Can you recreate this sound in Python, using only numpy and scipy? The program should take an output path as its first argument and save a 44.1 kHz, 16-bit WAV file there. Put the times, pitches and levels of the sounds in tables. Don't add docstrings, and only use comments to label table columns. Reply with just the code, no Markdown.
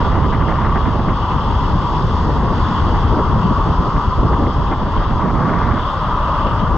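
import sys
import numpy as np
from scipy import signal
from scipy.fft import rfft, irfft, next_fast_len
from scipy.io import wavfile
from scipy.ndimage import uniform_filter1d, map_coordinates

SR = 44100
rng = np.random.default_rng(int(sys.argv[2]) if len(sys.argv) > 2 else 0)


def store_wav(level_fs):
    pcm = np.round(np.clip(np.atleast_2d(level_fs), -1, 1) * 32767)
    wavfile.write(sys.argv[1], SR, pcm.T.astype(np.int16))


N = 298557


def amp(db):
    return 10 ** (np.asarray(db) / 20)


def unit(x):
    return x / np.sqrt(np.mean(x ** 2) + 1e-20)


def along(points, hz):
    point_hz, values = np.transpose(points)
    return np.interp(np.log(hz + 1), np.log(point_hz + 1), values)


def curves(rows):
    s, *columns = np.transpose(rows)
    return [np.interp(np.arange(N) / SR, s, column) for column in columns]


def wobble(rate):
    knots = rng.standard_normal(int(N * rate / SR) + 4)
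    return map_coordinates(knots, [np.arange(N) * rate / SR])


def filtered(x, response):
    size = next_fast_len(N + SR // 2)
    return irfft(rfft(x, size) * response(np.fft.rfftfreq(size, 1 / SR)), size)[..., :N]


def pair(x, alike):
    def mid_and_side(hz):
        turn = np.arccos(np.clip(alike(hz), -1, 1)) / 2
        return np.array([np.cos(turn), np.sin(turn)])

    mid, side = filtered(x, mid_and_side)
    return np.array([mid + side, mid - side])


def puffs(spectrum, alike, lumps_db):
    lumpy = amp(lumps_db) * rng.standard_normal((2, N))
    noise = pair(lumpy, lambda hz: alike + 0 * hz)
    return unit(filtered(noise, lambda hz: amp(along(spectrum, hz))))


def joined(*levels_db):
    return 10 * np.log10(sum(amp(db) ** 2 for db in levels_db))


def milliseconds():
    return np.arange(0, N / SR, .001)[:, None]


def per_sample(ms_values):
    return np.interp(np.arange(N) * 1000 / SR, np.arange(len(ms_values)), ms_values)


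def bells(peak_s, length_s):
    return np.exp(-4 * np.log(2) * ((milliseconds() - peak_s) / length_s) ** 2)


def random_field(shape, bins, frames):
    field = uniform_filter1d(rng.standard_normal(shape), size=bins, axis=0)
    return unit(uniform_filter1d(field, size=frames, axis=1))


def lean(hz, shift, centre_hz, span_hz):
    side = (hz[:, None] - centre_hz) / span_hz
    return shift * side * np.exp(-side ** 2 / 2)


# time in seconds, nominal centre in Hz.
HISS_CENTRE = [(0.0, 3150), (0.07, 3340), (0.13, 3140), (0.38, 3220), (0.41, 3080), (0.7, 3220),
               (1.02, 3240), (1.11, 3030), (1.15, 3260), (1.26, 3070), (1.68, 3220), (3.81, 3120),
               (5.09, 3250), (5.37, 3150), (5.79, 3330), (6.77, 3080)]


def road(patchy_db, centre_hz):
    hz, t, z = signal.stft(rng.standard_normal((2, N)), SR, nperseg=512)
    patches_db = patchy_db * random_field(z.shape[1:], bins=6, frames=10)
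    roar_shift = (np.interp(t, np.arange(N) / SR, centre_hz) - 1040) / 100
    hiss_shift = (np.interp(t, *np.transpose(HISS_CENTRE)) - 3200) / 100
    lean_db = lean(hz, 7 * roar_shift, 1050, 280) + lean(hz, 2.5 * hiss_shift, 3200, 420)
    return signal.istft(z * amp(patches_db + lean_db), SR, nperseg=512)[1][:, :N]


STRAND_DB, STRAND_HZ, STRAND_SPAN_HZ = 1.5, 1040, 340
RING_DB, RING_HZ, RING_SPAN_HZ = 2, 3200, 500


def strands(x):
    hz, _, z = signal.stft(x, SR, nperseg=2048)
    ridges = random_field(z.shape[1:], bins=2, frames=5)

    def bell(centre, span):
        return np.exp(-((hz[:, None] - centre) / span) ** 2)

    depth_db = STRAND_DB * bell(STRAND_HZ, STRAND_SPAN_HZ) + RING_DB * bell(RING_HZ, RING_SPAN_HZ)
    return signal.istft(z * amp(depth_db * ridges), SR, nperseg=2048)[1][:, :N]


# frequency in Hz, relative level in dB per Hz.
LEFT_PORT = [(500, -39.5), (780, -8.5), (900, -2.5), (975, 0), (1065, -1.5), (1160, -1), (1260, -7),
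             (1500, -19), (1800, -34.5), (2239, -30), (2550, -26), (2800, -20.5), (3030, -22.5),
             (3330, -19.5), (3500, -23.5), (3780, -31), (4306, -37), (4700, -38.5), (5200, -39.5),
             (5600, -41.5), (6029, -46), (6800, -47.5), (7665, -49.5), (8354, -62.5), (10000, -73),
             (14500, -105)]
RIGHT_PORT = [(500, -47.5), (780, -12), (900, -4), (975, -2), (1065, -3), (1160, -3), (1260, -9),
              (1600, -25), (2067, -24.5), (2497, -46.5), (2850, -35.5), (3350, -33), (3780, -36),
              (4134, -38.5), (4600, -31.5), (4995, -30.5), (5200, -33.5), (5450, -38.5), (6029, -46),
              (6804, -48), (7924, -74), (10000, -79.5), (14500, -105)]
# frequency in Hz, lead of the left port in radians.
PORT_LEAD = [(500, .1), (800, .2), (1810, 0), (2330, -1.7), (2580, -1.8), (3530, .2), (4130, .5),
             (5430, 3.8), (5700, 6.28)]
# frequency in Hz, left-right correlation before the phase lead.
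PORT_ALIKE = [(700, 1), (1750, .96), (2150, .7), (2600, .93), (3600, .94), (4250, .55), (4700, .72),
              (5300, .45), (5750, 1), (6600, .97), (7500, .35)]


def through_ports(x):
    def ports(hz):
        colour = amp([along(LEFT_PORT, hz), along(RIGHT_PORT, hz)])
        return colour * np.exp(.5j * np.outer([1, -1], along(PORT_LEAD, hz)))

    return filtered(pair(x, lambda hz: along(PORT_ALIKE, hz)), ports)


# peak in seconds, rise of the hiss in dB (minus dips).
SPITS = [(.055, 2), (.19, -2), (.307, 3.5), (.487, 2.5), (.802, 4), (.93, 3), (1.317, 5.5), (1.948, 5),
         (2.802, 3.5), (3.452, 2.5), (4.676, 7), (4.975, 4), (5.828, 6), (5.9, 3), (6.203, -2), (6.472, 5),
         (6.601, 7)]
SPIT_S = .02


def spits():
    s, rise_db = np.transpose(SPITS)
    return per_sample(bells(s, SPIT_S) @ rise_db)


# time in seconds, gain in dB.
SHOULDER = [(0, -2), (.5, 2), (.9, -1.5), (1.3, -2), (2, -0.5), (2.4, -2), (2.8, 0), (3.6, 0), (4.6, -2.5),
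            (5.5, -1.5), (6, 0), (6.4, 1.5), (6.77, -2.5)]
# time in seconds, gain in dB.
SHEEN = [(0, 0), (.3, 1.5), (0.7, 1.5), (1.2, -0.5), (2.2, 5), (2.8, 2), (3.5, 5), (4.6, 1.5), (5, 0.5),
         (5.4, 4.5), (5.75, 0.5), (6.1, -2), (6.77, 2.5)]


def hiss(heard, below):
    top = heard - below(3900)
    body = heard - below(2290) - top
    edge = below(3000) - below(2265)
    body = body + (amp(*curves(SHOULDER)) - 1) * edge
    return unit(amp(spits()) * body + amp(*curves(SHEEN)) * top)


# time in seconds, level in dB midway between the two ports.
DRONE = [(0.0, -35), (0.28, -40), (1.39, -50), (2.13, -54), (4.83, -39.5), (5.45, -37), (6.13, -33.5),
         (6.4, -32), (6.47, -22), (6.53, -30.5), (6.77, -33)]
DECK_HZ, DECK_WIDTH_HZ = 596, 120
DECK_SHAKEN_DB = -26


def deck_drone():
    def resonance(hz):
        damping = 1j * hz * DECK_WIDTH_HZ
        return (damping / (DECK_HZ ** 2 - hz * hz + damping)) ** 2

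    _, _, flap_db = buffets()
    level_db = joined(*curves(DRONE), flap_db + DECK_SHAKEN_DB)
    drone = unit(filtered(rng.standard_normal(N), resonance))
    return amp(level_db + 0.99 * wobble(8)) * drone * amp([[.8], [-.8]])


# frequency in Hz, relative level in dB per Hz.
HUM = [(150, -39), (300, -2), (450, 1.5), (650, -5.5), (850, -14), (1500, -64)]
# time in seconds, level in dB.
HUM_LEVEL = [(0, -31), (1.1, -33.5), (1.6, -34), (2.3, -33), (3.3, -34), (3.9, -33), (4.03, -31),
             (4.4, -37), (4.54, -36.5), (4.8, -39), (5.6, -31.5), (5.9, -37.5), (6.4, -38.5), (6.77, -30.5)]


def hum(texture_db):
    level_db, = curves(HUM_LEVEL)
    return amp(level_db + texture_db) * puffs(HUM, 1.0, lumps_db=0.54 * wobble(25))


# time in seconds, roar level in dB, nominal centre the roar leans towards in Hz,
# rasp level in dB, hiss level in dB.
ROLL = [(0.0, -21, 1064, -30.5, -35.5), (0.26, -23, 1068, -46.5, -40), (0.7, -20.5, 1103, -43, -41),
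        (0.82, -23, 1052, -40, -38.5), (1.13, -24, 1060, -40, -39), (1.21, -23, 1040, -39, -36),
        (1.34, -19.5, 1033, -37.5, -38), (1.45, -23.5, 1030, -37, -37), (1.6, -22, 1028, -36.5, -37.5),
        (1.95, -23, 1010, -38, -39), (2.4, -24, 950, -32, -40), (2.52, -23.5, 970, -32, -39),
        (2.58, -23, 1045, -33, -37), (2.95, -21, 986, -31.5, -37), (3.18, -21, 1028, -35.5, -41),
        (3.51, -22, 1070, -36.5, -40.5), (4.16, -21, 1090, -40, -40), (4.56, -24, 1022, -39.5, -39),
        (4.84, -26, 985, -38, -40.5), (4.97, -22.5, 1027, -34, -38), (5.3, -22.5, 1060, -44.5, -42.5),
        (5.47, -21, 1083, -45, -42), (5.57, -20, 1087, -40, -41), (5.68, -22, 1105, -39, -39),
        (5.82, -23, 1077, -37.5, -38), (6.1, -21, 1100, -36, -37.5), (6.3, -19.5, 1095, -36, -37.5),
        (6.48, -21.5, 1076, -33.5, -38.5), (6.77, -22, 1040, -34.5, -41.5)]


def wheels():
    roar_db, centre_hz, rasp_db, hiss_db = curves(ROLL)
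    heard = through_ports(strands(road(0.74, centre_hz)))

    def below(edge_hz):
        return filtered(heard, lambda hz: 1 / (1 + (hz / edge_hz) ** 12))

    texture_db = 0.097 * wobble(17) + 0.24 * wobble(30)
    roar = amp(roar_db + texture_db) * unit(below(1403))
    rasp = amp(rasp_db + texture_db) * unit(below(1996) - below(1442))
    hissing = amp(hiss_db + texture_db + 0.37 * wobble(9.8)) * hiss(heard, below)
    return roar + hissing + rasp + deck_drone() + hum(texture_db)


# peak in seconds, length in seconds (width at half power), rumble level in dB,
# flutter level in dB, flap level in dB.
BUFFETS = [(0.061, 0.026, -15, -21, -26), (0.125, 0.07, -17.5, -37, -37), (0.182, 0.018, -13, -27, -17),
           (0.246, 0.028, -22, -14, -26), (0.375, 0.055, -35, -17.5, -27), (0.434, 0.016, -30, -21, -22),
           (0.491, 0.018, -28, -14, -20.5), (0.637, 0.041, -23, -23, -27), (0.763, .025, -28, -25, -24),
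           (0.88, 0.03, -27, -11, -21.5), (0.958, 0.019, -21, -22, -21), (0.996, 0.014, -21, -18, -19),
           (1.092, 0.041, -23, -16, -20.5), (1.366, 0.033, -19, -19, -31), (1.523, 0.13, -15, -32, -29),
           (1.724, 0.057, -16, -18, -25.5), (2.044, 0.058, -18, -22.5, -27),
           (2.287, 0.055, -26, -26.5, -22.5), (2.375, .035, -23, -24, -23), (2.454, 0.064, -25, -22, -21.5),
           (2.512, 0.037, -26, -29, -18.5), (2.632, 0.044, -12.5, -26, -26), (2.71, 0.028, -20, -33, -32),
           (2.828, 0.032, -14, -31, -23), (2.895, 0.061, -18.5, -29, -21), (2.963, 0.034, -13, -29, -23.5),
           (3.06, 0.013, -11.5, -17, -29), (3.126, 0.031, -10, -30, -18), (3.188, 0.035, -28, -19.5, -18),
           (3.317, 0.044, -14, -24.5, -26.5), (3.365, 0.039, -10, -16, -18.5), (3.41, 0.022, -18, -21, -36),
           (3.459, 0.023, -18, -10, -16), (3.516, 0.021, -20, -14.5, -17.5), (3.594, 0.03, -10, -28, -18),
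           (3.699, 0.047, -15, -16, -20.5), (3.799, 0.026, -12.5, -16, -21.5),
           (3.867, 0.045, -20, -23, -22), (3.963, 0.032, -13.5, -18.5, -22.5),
           (4.082, 0.034, -14, -17.5, -28.5), (4.196, 0.019, -9, -21, -20),
           (4.248, 0.027, -19.5, -11.5, -18), (4.328, 0.04, -12, -17.5, -15),
           (4.42, 0.055, -15.5, -22, -16), (4.474, 0.034, -16.5, -20, -19),
           (4.603, 0.07, -16.5, -22, -22.5), (4.714, 0.04, -17, -24, -21),
           (4.837, 0.056, -18.5, -19, -25.5), (4.986, 0.033, -11, -21, -25), (5.02, .025, -36, -28, -29),
           (5.14, 0.068, -14, -23, -27), (5.257, 0.074, -33, -18, -20.5), (5.354, 0.063, -18, -19, -24),
           (5.47, 0.13, -31, -16, -21), (5.694, 0.039, -23, -27, -29), (5.745, 0.016, -31, -25, -23.5),
           (6.09, 0.063, -21, -24, -30.5), (6.25, .08, -23, -29.5, -32), (6.46, 0.032, -14, -22.5, -26.5),
           (6.53, 0.02, -18, -18.5, -34), (6.628, 0.035, -19, -18, -26.5), (6.692, 0.021, -20, -23, -26),
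           (6.747, 0.044, -18, -23.5, -24)]


def buffets():
    s, length, *levels_db = np.transpose(BUFFETS)
    swells = bells(s, length)
    return [per_sample(10 * np.log10(swells @ amp(db) ** 2 + 1e-12)) for db in levels_db]


# start in seconds, length in seconds, rush level in dB.
GUST = [(0.0, 0.085, -39), (0.045, .02, -31), (0.315, 0.5, -33.5), (0.81, 0.33, -41), (0.096, 0.17, -28),
        (0.322, 0.035, -25.5), (0.395, 0.043, -27.5), (0.48, 0.028, -22.5), (0.508, 0.024, -22.5),
        (0.554, .13, -30), (0.61, 0.015, -31), (0.638, 0.043, -24.5), (0.695, 0.016, -28),
        (0.749, 0.031, -22.5), (0.853, 0.032, -26), (0.88, .03, -29.5), (0.946, .022, -30),
        (0.982, .025, -31), (1.084, 0.021, -24.5), (1.122, .015, -29), (1.32, 0.019, -34),
        (1.5, 0.017, -35), (1.654, .025, -39), (2.107, 0.011, -39), (2.295, .02, -37), (2.563, 0.045, -41),
        (2.712, 0.029, -39), (2.966, .04, -35), (3.17, 0.045, -31), (3.585, 0.017, -29), (3.96, 0.018, -26),
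        (4.326, 0.021, -26), (4.428, 0.011, -28), (4.464, 0.011, -25), (4.713, 0.026, -24),
        (4.827, 0.027, -43), (4.95, .09, -32), (4.99, 0.02, -28), (5.087, 0.056, -31.5),
        (5.193, 0.12, -28.5), (5.294, 0.019, -28), (5.343, 0.47, -27.5), (5.47, 0.29, -31),
        (5.5, .045, -30), (5.62, 0.04, -32)]
GUST_EDGE_S = 0.011
CALM_RUSH_DB = -38


def gusts():
    s, length, db = np.transpose(GUST)
    t = milliseconds()
    shape = np.clip(np.minimum(t - s, s + length - t) / GUST_EDGE_S + .5, 0, 1)
    gust_db = 10 * np.log10(shape ** 2 @ amp(db) ** 2 + 1e-12)
    return per_sample(joined(CALM_RUSH_DB, gust_db))


# time in seconds, strength in dB, left-over-right lean in dB.
WIND = [(0.0, -21, -3), (0.4, -20.5, -3.5), (0.95, -23.5, -3), (1.22, -25, 1), (1.9, -23, 1),
        (2.4, -21, 1.5), (2.78, -24, 0.5), (3.1, -21, 2), (3.6, -27, 1.5), (3.9, -28, 0.5), (4.02, -31, 2),
        (4.15, -27.5, 1), (4.53, -28, 0), (5.05, -26.5, 0), (5.3, -30, -3.5), (5.72, -20, -4.5),
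        (5.9, -30, 1.5), (6.15, -29, 0.5), (6.4, -26.5, 1.5), (6.77, -26.5, 3.5)]
# frequency in Hz, relative level in dB per Hz.
RUMBLE = [(8, -32), (22, -2.5), (50, 0.5), (100, -3), (200, -21), (400, -79), (800, -120)]
FLUTTER = [(40, -31.5), (100, -1), (160, 2), (250, -7), (400, -29.5), (800, -65.5), (2000, -120)]
FLAP = [(100, -40), (220, 0.5), (300, -0.5), (500, -7), (800, -13), (1300, -30), (3000, -120)]
RUSH = [(300, -26), (700, 8), (1400, 5), (1800, 0.5), (2100, -3), (2300, -12), (2550, -14.5), (4000, -49.5),
        (7000, -120)]
STEADY_RUMBLE_DB, RUMBLE_FOLLOWS = -19, 0.68
FLAP_UNDER_DB = 4.5
OVERLOAD_DB = -1


def wind():
    steady_db, lean_db = curves(WIND)
    thump_db, beat_db, slap_db = buffets()
    swing_db = RUMBLE_FOLLOWS * (steady_db - steady_db.mean())
    rumble_db = joined(STEADY_RUMBLE_DB + swing_db, thump_db)
    flutter_db = joined(steady_db, beat_db)
    flap_db = joined(steady_db - FLAP_UNDER_DB, slap_db)

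    eddies = 0.094 * wobble(22) + 0.6 * wobble(45)
    rush_lumps_db = 0.48 * eddies + 0.34 * wobble(70) + 2.0 * wobble(220) + 1.8 * wobble(500)
    flap_lumps_db = 2 * eddies + 0.9 * np.array([wobble(30), wobble(25)])
    rumble = amp(rumble_db) * puffs(RUMBLE, 0.92, lumps_db=0.18 * wobble(8.2))
    flutter = amp(flutter_db) * puffs(FLUTTER, 0.93, lumps_db=2 * eddies)
    rush = amp(gusts()) * puffs(RUSH, 0.92, lumps_db=rush_lumps_db)
    flap = amp(flap_db) * puffs(FLAP, 0.88, lumps_db=flap_lumps_db)

    pushed = (rumble + flutter + flap) * amp([lean_db / 2, -lean_db / 2])
    limit = amp(OVERLOAD_DB)
    return limit * np.tanh(pushed / limit) + rush


# time in seconds, level in dB.
GRIT = [(0.0, -74), (0.16, -80), (0.4, -89), (0.95, -81.5), (2.9, -80.5), (3.5, -89), (4.96, -79),
        (5.45, -87.5), (5.7, -81), (5.87, -73), (6.25, -69.5), (6.55, -72.5), (6.77, -84)]


def grit():
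    level_db, = curves(GRIT)
    ticks = rng.standard_normal((2, N)) * amp(1.2 * wobble(340) + .5 * wobble(25))
    band = [(4000, -120), (7000, -19), (8000, 2.5), (9500, 3.5),
            (12000, -5), (13200, -10), (14500, -19.5)]
    spread = pair(ticks, lambda hz: 0.48 + 0 * hz)
    return amp(level_db) * unit(filtered(spread, lambda hz: amp(along(band, hz))))


def scene():
    return wheels() + wind() + grit()


FADE_IN_S, TOP_HZ = 0.004, 14500
CEILING = 0.85


def record(dry):
    power = np.abs(uniform_filter1d(np.mean(dry ** 2, axis=0), size=SR // 40))
    over_db = np.maximum(10 * np.log10(power + 1e-12) + 17, 0)
    held = dry * amp(-0.2 * uniform_filter1d(over_db, size=SR // 100))
    held = held * np.clip(np.arange(N) / SR / FADE_IN_S, 0, 1)
    rounded = held / (1 + np.abs(held / CEILING) ** 8) ** (1 / 8)
    return filtered(rounded, lambda hz: hz < TOP_HZ)


dry = scene()
out = record(dry)
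store_wav(out)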